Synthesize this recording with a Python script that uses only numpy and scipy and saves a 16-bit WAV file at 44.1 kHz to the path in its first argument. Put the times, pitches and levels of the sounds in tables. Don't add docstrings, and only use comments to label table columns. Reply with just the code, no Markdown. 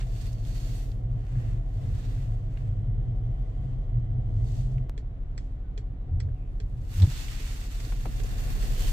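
import sys
import numpy as np
from scipy import signal
from scipy.fft import rfft, irfft
from scipy.io import wavfile
from scipy.ndimage import uniform_filter1d

SR = 44100
rng = np.random.default_rng(int(sys.argv[2]) if len(sys.argv) > 2 else 0)


def inscribe(sig):
    pcm = np.round(np.clip(np.atleast_2d(sig).T, -1, 1) * 32767)
    wavfile.write(sys.argv[1], SR, pcm.astype(np.int16))


N = 393372
TIME = np.arange(N) / SR


def gain_of(db):
    return 10 ** (np.asarray(db) / 20)


def unit_rms(x):
    return x / np.sqrt(np.mean(x ** 2) + 1e-20)


def at_frequency(points, hz):
    f, value = np.transpose(points)
    return np.interp(np.log(hz + 1), np.log(f + 1), value)


def pan(db):
    return gain_of([[db / 2], [-db / 2]])


def add(mix, s, sound):
    part = mix[:, max(round(s * SR), 0):][:, :sound.shape[1]]
    part += sound[:, :part.shape[1]]


def drift(rate_hz):
    hz = np.fft.rfftfreq(N, 1 / SR)
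    return unit_rms(irfft(rfft(rng.standard_normal(N)) / (1 + (hz / rate_hz) ** 4), N))


def swell(s, rise, fall, shape=4.5):
    t = TIME - s
    return np.exp(-np.minimum(abs(t / np.where(t < 0, rise, fall)), 20) ** shape / 2)


def steadied(x, span_s):
    power = uniform_filter1d((x ** 2).mean(0), int(span_s * SR))
    return x / np.sqrt(power + 1e-9)


def resonance(hz, centre, width):
    return 1 / (1 + 1j * (hz ** 2 - centre ** 2) / (width * hz + 1e-9))


def ringing(modes, size=N):
    hz = np.fft.rfftfreq(size, 1 / SR)
    gain = sum(gain_of(db) * abs(resonance(hz, centre, width)) ** 2 for centre, width, db in modes)
    return unit_rms(irfft(rfft(rng.standard_normal((2, size))) * gain, size))


# (frequency [Hz], left-right correlation [-1 to 1])
CABIN_CORRELATION = [(20, 0.68), (130, 0.99), (250, 0.76), (500, 0.61), (900, 0.042), (1500, -0.38),
                     (3000, 0.027), (16000, -0.086)]

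def noise(spectrum, size=N):
    hz = np.fft.rfftfreq(size, 1 / SR)
    mid, side = rfft(rng.standard_normal((2, size)))
    correlation = at_frequency(CABIN_CORRELATION, hz)
    mid, side = mid * np.sqrt(1 + correlation), side * np.sqrt(1 - correlation)
    stereo = np.array([mid + side, mid - side])
    return unit_rms(irfft(stereo * gain_of(at_frequency(spectrum, hz)), size))


# (time [s], speed [share of creeping pace])
CAR_SPEED = [(0, 0.99), (2.5, 0.84), (3.6, 0.94), (4.1, 0.91), (4.86, 1.05), (4.92, 0.088), (7.65, 0.44),
             (7.9, 0.97), (8.92, 1.23)]

def with_speed(rest_db, rolling_db):
    speed = np.interp(TIME, *np.transpose(CAR_SPEED))
    return np.hypot(gain_of(rest_db), gain_of(rolling_db) * speed)


# (frequency [Hz], relative level [dB])
VENT_SPECTRUM = [(300, 7), (1000, 8), (1600, 3), (2000, 2.5), (2500, -3.5), (3200, -5), (4000, -9.5),
                 (5000, -23), (7500, -20.5), (9000, -24.5), (10000, -43), (12000, -33), (15500, -26.5)]

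def vents(level_db=-65):
    return gain_of(level_db) * pan(-.5) * noise(VENT_SPECTRUM)


# (frequency [Hz], bandwidth [Hz], relative level [dB])
DRIVETRAIN_MODES = [(657, 30, 19.5), (720, 25, 14), (1030, 30, -0.5), (1115, 54, 2), (1885, 62, -3.5),
                    (2014, 90, -0.5), (2200, 200, -12.5), (3140, 350, -4)]

def drivetrain(waver_db=1.2, stop_s=4.9, after_stop_db=-11):
    drop_db = after_stop_db * np.clip((TIME - stop_s) / .1, 0, 1)
    level = with_speed(rest_db=-71, rolling_db=-63) * gain_of(drop_db + waver_db * drift(8))
    return level * pan(-1) * ringing(DRIVETRAIN_MODES)


# (time [s], rotation rate [Hz])
CRANK_SPEED = [(0, 12.8), (2.2, 12.7), (4.85, 12.72), (4.95, 12.6), (7.6, 12.6), (8.92, 12.7)]
# (order [multiple of crank speed], relative level [dB])
CRANK_HARMONICS = [(2, -4.5), (3, -0.7), (4, -5.5), (5, -13), (6, -13), (7, -14), (9, -14), (12, -21.5),
                   (14, -25.5), (15, -27.5), (18, -34), (21, -25), (26, -34), (28, -36)]

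def engine(idle_db=-32.5, load_db=-42, firing_load_db=-30.5, wobble=0.001, flutter_db=1.5):
    crank_hz = np.interp(TIME, *np.transpose(CRANK_SPEED))
    turns = np.cumsum(crank_hz * (1 + wobble * drift(3.9))) / SR
    plain, firing = with_speed(idle_db, load_db), with_speed(idle_db, firing_load_db)
    out = 0
    for order, db in CRANK_HARMONICS:
        level = firing if order == 3 else plain
        level = level * gain_of(db + flutter_db * drift(3.6))
        out += level * np.sin(2 * np.pi * (order * turns + rng.random()))
    return out


# (frequency [Hz], relative level [dB])
BOOM_SPECTRUM = [(20, -40.5), (45, 1), (70, -15.5), (86, -13), (96, -1.5), (122, -0.5), (135, -3.5),
                 (144, -17.5), (165, -21.5), (192, -23), (210, -28.5), (240, -32.5), (400, -50.5),
                 (800, -94)]
# (centre time [s], half length [s], relative level [dB], pitch [Hz], glide [Hz/s])
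ROAD_SWELLS = [(0.499, 0.42, -37, 114.7, -1.5), (1.129, 0.13, -33, 115.9, -3.5),
               (1.46, 0.12, -28, 117.2, 1), (1.871, 0.093, -26.5, 98.5, -2),
               (2.262, 0.23, -32.5, 107.7, -23.5), (2.844, 0.26, -31, 103.9, 20),
               (3.24, 0.2, -31.5, 115.6, 15.5), (3.86, 0.24, -33, 121.2, -34),
               (4.281, 0.15, -27, 102.4, 47.5), (4.612, 0.2, -28.5, 121.2, 41), (6.21, .12, -29.5, 82, -3),
               (6.747, 0.11, -38, 82.8, 0)]

def cabin_boom(swell_db=1.14, lumps_db=1.0, lumps_hz=8.7, tuned_share=0.56, width_hz=13):
    broad = steadied(noise(BOOM_SPECTRUM), .12)
    waver = drift(width_hz / 2) + 1j * drift(width_hz / 2)
    waver /= np.sqrt(uniform_filter1d(abs(waver) ** 2, SR // 16) / 2 + 1e-9)
    broad_power, tuned = with_speed(rest_db=-44, rolling_db=-38) ** 2, 0
    for s, half, db, hz, glide in ROAD_SWELLS:
        t = TIME - s
        level = gain_of(db + swell_db) * swell(s, half, half)
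        tone = np.exp(2j * np.pi * (hz + glide * t / 2) * t)
        broad_power += (1 - tuned_share) * level ** 2
        tuned += np.sqrt(tuned_share) * level * (waver * tone).real
    return gain_of(lumps_db * drift(lumps_hz)) * (np.sqrt(broad_power) * broad + tuned)


# (frequency [Hz], relative level [dB])
ROAR_SPECTRUM = [(60, -16.5), (180, 4), (260, 2), (340, -2.5), (490, -3), (580, -9), (660, -5.5),
                 (690, -9.5), (730, -3), (810, -13), (900, -22.5), (1150, -22), (1500, -25), (4000, -59)]

def tyres(swell_roar_db=-27, strain_roar_db=5, strain_shudder_db=-28.5):
    swell_power = sum((gain_of(db) * swell(s, half, half)) ** 2 for s, half, db, *_ in ROAD_SWELLS)
    rough_road = gain_of(swell_roar_db) * np.sqrt(swell_power)
    strain = swell(s=9, rise=0.64, fall=2.5)
    roar_gain = np.hypot(with_speed(rest_db=-55.5, rolling_db=-53.5), rough_road)
    roar_gain *= gain_of(strain_roar_db * strain + .7 * drift(12))
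    roar = roar_gain * pan(1) * noise(ROAR_SPECTRUM)
    shudder_gain = np.hypot(with_speed(rest_db=-43.5, rolling_db=-53),
                            gain_of(strain_shudder_db) * strain)
    shudder = noise([(17, -55), (24, -5.5), (28, -5), (33, -9.5), (60, -40), (200, -100)])
    return roar + shudder_gain * steadied(shudder, 1.0)


def rustle(clump_db=2.0):
    stir = with_speed(rest_db=-86.5, rolling_db=-83) * gain_of(clump_db * drift(25))
    hiss = noise([(1000, -28), (3500, 3.5), (7500, -4.5), (10000, -18.5), (15000, -11.5)])
    return stir * pan(-2.5) * hiss


# (centre time [s], level [dB], frequency [Hz], bandwidth [Hz], half length [s])
RIM_RUBS = [(0.242, -67, 4500, 320, 0.24), (0.62, -64, 4400, 520, 0.32), (0.6, -70, 6230, 120, .4),
            (1.434, -74, 1750, 600, 0.17), (2.039, -67, 3700, 1600, .2), (4.577, -82, 7460, 600, 0.33),
            (5.69, -74, 1500, 30, .09), (6.42, -75.5, 2520, 400, .15), (7.171, -55.5, 3700, 1400, 0.12),
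            (7.42, -57.5, 2400, 900, 0.26), (8.849, -53.5, 3080, 500, 0.15)]

def rubs():
    out = np.zeros((2, N))
    for s, db, hz, width, half in RIM_RUBS:
        size = int(2 * half * SR)
        add(out, s - half, gain_of(db) * pan(-9.5) * ringing([(hz, width, 0)], size) * np.hanning(size))
    return out


def fibre_slips(per_s=150, size=0.8, slip_s=0.0013):
    slips = size * rng.random(N) * (rng.random(N) < per_s / SR)
    return unit_rms(1 + signal.lfilter([1], [1, -np.exp(-1 / (slip_s * SR))], slips))


def reflected(x, near_db=-15, near_s=0.001119, echo_db=-15, count=8, spread_s=.012, shift_hz=.6):
    echoes = gain_of(near_db) * np.roll(x, round(near_s * SR), 1)
    for place in range(3):
        taps = np.zeros((2, N))
        for side in taps:
            signs = rng.choice([-1, 1], count)
            delays = (rng.uniform(.2, 1, count) * spread_s * SR).astype(int) + 1
            side[delays] = signs * gain_of(echo_db) / np.sqrt(count)
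        weight = np.cos(2 * np.pi * (shift_hz * TIME + place / 3))
        echoes += weight * irfft(rfft(x) * rfft(taps), N)
    return x + echoes


# (frequency [Hz], relative level [dB])
CLOTH_SPECTRUM = [(150, -16.5), (500, -3.5), (900, 0), (1400, 4.5), (2100, 3), (3000, -1.5), (3800, -4.5),
                  (4400, -4), (5100, -7), (7500, -6.5), (8700, -8.5), (10000, -11.5), (11500, -8),
                  (15000, -8.5)]
# (peak time [s], rise [s], fall [s], relative level [dB],
# dull rub re that level [dB], fine fizz re that level [dB])
HAND_STROKES = [(0, 0.023, 0.025, -57, 1.5, -12), (.235, 0.12, 0.075, -58, -4.5, -5),
                (.56, 0.093, 0.15, -57.5, -5.5, -5), (.79, 0.13, 0.082, -60, -5, -2.5),
                (1.461, 0.17, 0.086, -67.5, 4.5, -7), (2.038, 0.17, 0.18, -62, 1, -6),
                (2.58, 0.08, 0.12, -71.5, 5, -7), (3.49, 0.31, 0.3, -79, 1.5, -8),
                (4.57, 0.11, 0.095, -62.5, -9, -8.5), (5.45, 0.077, 0.057, -76.5, -5, -15),
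                (6.95, 0.028, 0.11, -54.5, -2.5, -1), (7.17, 0.11, 0.41, -50, -4.5, -6),
                (7.79, 0.44, 0.42, -59, -2.5, -2.5), (8.59, 0.32, 0.39, -52.5, -1, -2),
                (8.88, 0.18, 0.21, -49, -8, -1)]

def swish(gain_db=2, flicker_db=1.0, grip_db=0.7, grip_hz=5.2):
    hz = np.fft.rfftfreq(N, 1 / SR)
    hiss = reflected(noise(CLOTH_SPECTRUM) * fibre_slips())
    spectrum = rfft(hiss * gain_of(flicker_db * drift(20) + grip_db * drift(grip_hz)))
    low = 1 / (1 + (hz / 2900) ** 6)
    high = 1 - 1 / (1 + (hz / 9000) ** 16)
    rub, body, fizz = (unit_rms(irfft(spectrum * band, N)) for band in (low, 1 - low - high, high))
    power = np.zeros((3, N))
    for s, rise, fall, db, rub_db, fizz_db in HAND_STROKES:
        envelope = gain_of(db + gain_db) * swell(s, rise, fall, shape=1.59)
        power += (gain_of([[rub_db], [0], [fizz_db]]) * envelope) ** 2
    rub_gain, body_gain, fizz_gain = np.sqrt(power)
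    return pan(-2.1) * rub_gain * rub + pan(-3) * body_gain * body + pan(-1.2) * fizz_gain * fizz


# (time [s], relative level [dB], centre frequency [Hz],
# width [octaves], scatter T60 [s], left minus right [dB])
TRIM_KNOCKS = [(0.008, -48.5, 3500, 0.46, .03, -3), (0.026, -48, 2600, 0.59, .025, -3.5),
               (0.215, -50, 5000, .5, 0.023, -3.5), (0.3302, -51.5, 5500, .7, .025, -7),
               (0.4505, -52, 3380, 0.53, .035, -6), (0.9174, -51, 3900, 0.45, 0.024, -2),
               (1.268, -58, 2200, 0.74, .03, -2.5), (1.3545, -53, 1780, 0.29, 0.037, -4),
               (1.871, -60, 2000, 0.73, .03, -3.5), (2.573, -51, 2100, 0.48, 0.054, -5),
               (3.7315, -63, 2510, 0.72, .025, -3), (4.782, -46.5, 2000, 0.43, 0.011, -12),
               (6.2887, -57, 1600, 0.33, 0.037, 2), (6.941, -49, 1520, 1.5, 0.035, -2),
               (7.0006, -42, 3000, 0.85, 0.036, -6), (7.021, -39.5, 3700, 0.21, 0.088, -7),
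               (7.283, -42, 2680, 0.57, 0.045, -9), (7.8493, -48, 4330, .15, .03, -3.5),
               (7.868, -41.5, 290, 0.29, 0.13, -1), (7.9228, -40.5, 1080, 1.2, 0.042, 2.5),
               (8.0558, -28.5, 692, 0.57, 0.036, -1.5), (8.063, -37, 238, 0.27, .16, 0),
               (8.236, -48.5, 6070, 0.43, 0.049, -12), (8.243, -41.5, 390, .3, .1, 0),
               (8.467, -42.5, 510, 0.17, .07, -2)]

def trim_knocks(direct_db=-5, scatter_db=-1.5):
    out, t = np.zeros((2, N)), np.arange(8192) / SR
    grid_hz, bins_hz = np.geomspace(50, 16000, 40), np.fft.rfftfreq(len(t), 1 / SR)
    for s, db, hz, octaves, t60, pan_db in TRIM_KNOCKS:
        shape_db = -20 * np.log10(1 + (np.log2(grid_hz / hz) / octaves) ** 2)
        envelope = gain_of(-60 * t / t60) * np.minimum(t * hz / 2, 1)
        scatter = unit_rms(noise(np.transpose([grid_hz, shape_db]), len(t)) * envelope)
        width_hz = 2 * np.log(2) * octaves * hz
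        snap = unit_rms(irfft(resonance(bins_hz, hz, width_hz) ** 2))
        level = gain_of(db) * np.sqrt(np.mean(envelope ** 2))
        add(out, s, level * pan(pan_db) * (gain_of(direct_db) * snap + gain_of(scatter_db) * scatter))
    return out


def click(s=4.8962, level_db=-30, settle_s=0.0032):
    t = TIME - s
    return gain_of(level_db) * (t >= 0) * np.exp(-np.maximum(t, 0) / settle_s)


# (peak time [s], level [dB], pitch [Hz], rise [s], decay [s])
BODY_JOLTS = [(3.984, -17.5, 117, 0.03, 0.0092), (4.187, -19, 120.2, 0.013, 0.0054),
              (6.17, -28.5, 76.3, 0.028, 0.021), (7.0425, -7.5, 94, 0.018, 0.005),
              (7.076, -22, 135, 0.002, 0.011)]

def thumps(overtone_db=-14, undertone_db=-6, rattle_db=-20):
    out = np.zeros((2, N))
    panels = noise([(100, -28), (170, 0), (250, -6), (300, 2), (370, -9), (480, -16), (900, -18),
                    (1500, -35), (4000, -59.5)])
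    for s, db, hz, rise, decay in BODY_JOLTS:
        t = TIME - s
        phase = 2 * np.pi * hz * t
        envelope = np.exp(-np.where(t < 0, -t / rise, t / decay) ** 1.085 / 2)
        overtone = gain_of(overtone_db) * np.cos(1.9 * phase)
        undertone = gain_of(undertone_db) * np.sin(0.75 * phase)
        shaken = overtone + undertone + gain_of(rattle_db) * panels
        out += envelope * (gain_of(db) * np.cos(phase) + gain_of(db) ** 2 * shaken)
    return out


# (frequency [Hz], relative level [dB])
SNAP_SPECTRUM = [(300, -6), (1250, -3), (1800, 4), (2200, 3), (2850, -9.5), (3350, 2), (3700, -5.5),
                 (4450, 1.5), (4850, -8), (5300, -1.5), (5900, -10), (6650, -3), (7100, -13.5),
                 (7800, -5), (8900, -29.5), (9350, -19), (10000, -31), (15000, -35)]
# (frequency [Hz], relative on-stroke level [dB], relative off-stroke level [dB], T60 [s])
HOUSING_MODES = [(425, -3.5, 9.5, 0.099), (1570, -13, -6.5, 0.036), (1815, 2, 0, 0.03),
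                 (1954, 3, -7, 0.037), (2103, 0, -12, .035), (2400, -4, -1, .04), (2600, -10, -2, 0.032),
                 (3050, -16, -8, .04), (3330, 0, 3.5, 0.031), (3820, -18, -6, .04), (4030, -12, -7, .04),
                 (4350, -4.5, -4, 0.04), (4540, -4.5, -10, .04), (4970, -5, -20, 0.049),
                 (5270, 0, -5, 0.055), (6420, -14, -9, .045), (6740, -9, -6, 0.043), (7790, -1, -11, 0.038)]
# (time [s], relative level [dB])
INDICATOR_STROKES = [(4.9765, -45.5), (5.3765, -42), (5.7755, -43), (6.2005, -41.5), (6.600, -46.5),
                     (7.020, -40), (7.401, -46), (7.800, -43.5), (8.199, -44.5), (8.625, -42)]

def indicator(snap_db=-5, snap_t60=0.019, scatter_db=-11, cabin_t60=0.14, rise_s=0.0021):
    out, t = np.zeros((2, N)), np.arange(8192) / SR
    snap_envelope = gain_of(snap_db - 60 * t / snap_t60) + gain_of(scatter_db - 60 * t / cabin_t60)
    attack = np.minimum(t / rise_s, 1)
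    phases = rng.random((len(HOUSING_MODES), 2, 1))
    for k, (s, db) in enumerate(INDICATOR_STROKES):
        ring = 0
        for (hz, on_db, off_db, t60), phase in zip(HOUSING_MODES, phases):
            phase = phase * min(hz / 2000, 1)
            mode_db = on_db if k % 2 else off_db
            ring += gain_of(mode_db - 60 * t / t60) * np.sin(2 * np.pi * (hz * t + phase))
        snap = noise(SNAP_SPECTRUM, len(t)) * snap_envelope
        add(out, s, gain_of(db) * pan(-4.5) * (snap + ring / 2) * attack)
    return out


def scene():
    car = engine() + cabin_boom() + tyres() + drivetrain() + vents()
    driver = swish() + rubs() + rustle()
    return car + driver + indicator() + trim_knocks() + thumps() + click()


def record(dry, cutoff_hz=15550):
    lowpass = signal.firwin(511, cutoff_hz, window=("kaiser", 9), fs=SR)
    return signal.oaconvolve(dry, lowpass[None], "same")


dry = scene()
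out = record(dry)
inscribe(out)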